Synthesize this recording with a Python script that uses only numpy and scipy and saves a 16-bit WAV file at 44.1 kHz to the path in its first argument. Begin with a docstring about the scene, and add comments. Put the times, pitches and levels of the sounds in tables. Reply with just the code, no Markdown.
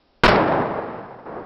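"""Quiet night air over an open field, then a cannon fires. The shock front and its overpressure pin
the microphone against one end of its travel while the roar of scattered reflections tears it back
and forth. Nearby things return sharp slaps. The roar rolls away over the land, dulled by the air,
and a second after the shot a distant edge of the field throws it back."""
import sys
import numpy as np
from scipy import signal
from scipy.fft import rfft, irfft
from scipy.io import wavfile
from scipy.ndimage import uniform_filter1d

SR = 44100
rng = np.random.default_rng(int(sys.argv[2]) if len(sys.argv) > 2 else 0)


def unload_audio(sound):
    """Save the sound as a 16-bit wav file, at the path given as the first command line argument."""
    columns = np.transpose(np.atleast_2d(sound))
    # keep every value between -1 and 1, then stretch to whole-number steps
    steps = np.round(np.clip(columns, -1, 1) * 32767)
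    wavfile.write(sys.argv[1], SR, steps.astype(np.int16))


N = 63945

# shock fronts (time [s], length [s], pressure [dB])
SHOCK_FRONTS = [(.2355, .0013, 14), (.2720, .0085, 6)]
# slaps from things nearby (time [s], level [dB])
NEAR_SLAPS = [(0.287, -5), (0.324, -27), (0.3585, -14), (0.4805, -25)]
# echoes from the surroundings (time [s], level [dB], rise [s], fade [dB/s])
FAR_ECHOES = [(0.513, -15.5, 0.0092, 93), (0.69, -25, 0.0059, 135), (1.255, -32.5, 0.0051, 17),
              (1.357, -32, 0.0039, 86)]
# near blast spectrum (frequency [Hz], density [dB])
BLAST_SPECTRUM = [(40, -6), (100, 2), (260, 5.5), (550, 5.5), (1000, 0.5), (1700, -5.5), (2600, -7),
                  (5200, -25)]
# crack and slap spectrum (frequency [Hz], density [dB])
CRACK_SPECTRUM = [(200, -45.5), (900, 1.5), (1500, 3), (3000, -13.5), (5500, -13)]
# rolling roar spectrum (frequency [Hz], density [dB])
ROLL_SPECTRUM = [(25, -24), (55, -18.5), (110, -4.5), (280, -1), (620, 1), (1000, -3.5), (1700, -11.5),
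                 (2600, -23.5), (5200, -38)]
# echo spectrum (frequency [Hz], density [dB])
ECHO_SPECTRUM = [(25, -7.5), (70, -12.5), (200, -1.5), (400, 2.5), (900, -0.5), (1650, -10.5),
                 (2700, -26.5), (5200, -40.5)]
# night air spectrum (frequency [Hz], density [dB])
AIR_SPECTRUM = [(25, 9), (100, -9.5), (250, -5.5), (700, -7.5), (2000, -19), (5200, -20)]

FIRE_S, BAND_HZ = .2353, 5390


def undb(db):
    """Decibels to gain."""
    return 10 ** (np.asarray(db) / 20)


def age(start_s):
    """Seconds since start, zero before it."""
    return np.maximum(np.arange(N) / SR - start_s, 0)


def burst(start_s, db, rise_s, fade_db_per_s):
    """Envelope: linear rise, exponential fade."""
    return np.minimum(age(start_s) / rise_s, 1) * undb(db - fade_db_per_s * age(start_s))


def colour(x, spectrum):
    """Shape x to a spectrum, band-limited, at rms 1."""
    hz, db = np.array(spectrum).T
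    bins_hz = np.maximum(np.fft.rfftfreq(N, 1 / SR), 1)
    gain = undb(np.interp(np.log(bins_hz), np.log(hz), db))
    rolloff = np.hypot(1, (bins_hz / BAND_HZ / 1.2) ** 6)
    y = irfft(rfft(x) * gain / rolloff, N)
    return y / y.std()


def butter(x, hz, kind):
    """First-order high-pass or low-pass."""
    return signal.sosfilt(signal.butter(1, hz, kind, fs=SR, output="sos"), x)


def wander(rate_hz):
    """Slow random drift, spread near 1."""
    size = int(SR / rate_hz)
    return uniform_filter1d(rng.standard_normal(N)[np.arange(N) // size], size)


def scatter(spectrum, hits_per_s=6000, spread_db=1.5, flutter_db=1.0):
    """Thousands of small, uneven reflections; their level flutters."""
    hits = rng.random(N) < hits_per_s / SR
    sizes = rng.choice([-1., 1.], N) * undb(spread_db * rng.standard_normal(N))
    return colour(hits * sizes, spectrum) * undb(flutter_db * wander(rate_hz=60))


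def shock(push_db=-2.5, rise_s=.014, fall_s=.06):
    """Steep pressure fronts on a slowly falling overpressure."""
    pressure = undb(push_db) * np.minimum(age(FIRE_S) / rise_s, 1) * np.exp(-age(FIRE_S) / fall_s)
    for start_s, length_s, db in SHOCK_FRONTS:
        pressure += undb(db) * (age(start_s) > 0) * np.maximum(1 - (age(start_s) / length_s) ** 2, 0)
    return pressure


def blast_envelope(db, fade_db_per_s, hold_s=0.034):
    """Instant attack, short hold, exponential fade."""
    return (age(FIRE_S) > 0) * undb(db - fade_db_per_s * age(FIRE_S + hold_s))


def roar():
    """Blast off the ground near the gun, its bright crack, then the roll scattered by the land."""
    blast = blast_envelope(db=-6, fade_db_per_s=132) * scatter(BLAST_SPECTRUM)
    crack = blast_envelope(db=-6, fade_db_per_s=242) * scatter(CRACK_SPECTRUM)
    roll = burst(FIRE_S, db=-7.5, rise_s=0.054, fade_db_per_s=33.5) * scatter(ROLL_SPECTRUM)
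    return blast + crack + roll


def slaps():
    """Short bright reflections crackling in the roar."""
    envelope = sum(burst(*slap, rise_s=0.00017, fade_db_per_s=2205) for slap in NEAR_SLAPS)
    return envelope * scatter(CRACK_SPECTRUM)


def echoes():
    """Dull, distant returns of the blast."""
    return sum(burst(*echo) * scatter(ECHO_SPECTRUM) for echo in FAR_ECHOES)


def air_absorption(x, corner_hz=1970, fade_db_per_s=17.5):
    """Air takes the treble from later arrivals."""
    low = butter(x, corner_hz, "low")
    return low + (x - low) * undb(-fade_db_per_s * age(FIRE_S))


def night_air(db=-58.5):
    """Faint, steady, bass-heavy noise."""
    return undb(db) * colour(rng.standard_normal(N), AIR_SPECTRUM)


def scene():
    """Shock and its reflections over night air, mono."""
    reflections = air_absorption(roar() + echoes() + slaps())
    return (shock() + reflections + night_air())[None]


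def record(dry):
    """Microphone saturates unevenly; gain control ducks; a narrow-band input stage clips the peaks."""
    rail_up, rail_down, knee = .45, .97, 2.6  # travel each way [full scale], hardness of the stops
    duck_depth, duck_s = 1.6, .11
    coupling_hz, top_hz = 23.8, 16000
    latch, ceiling = .665, .68  # [full scale]
    rail = np.where(dry > 0, rail_up, rail_down)
    y = dry / (1 + np.abs(dry / rail) ** knee) ** (1 / knee)
    load = butter(np.abs(y), 1 / (2 * np.pi * duck_s), "low")
    y = butter(y / (1 + duck_depth * load), coupling_hz, "high")
    y = signal.sosfilt(signal.cheby1(10, .3, BAND_HZ, fs=SR, output="sos"), y)
    y = np.where(np.abs(y) > latch, np.sign(y) * ceiling, y)
    return signal.sosfilt(signal.ellip(8, .2, 70, top_hz, fs=SR, output="sos"), y)


dry = scene()
out = record(dry)
unload_audio(out)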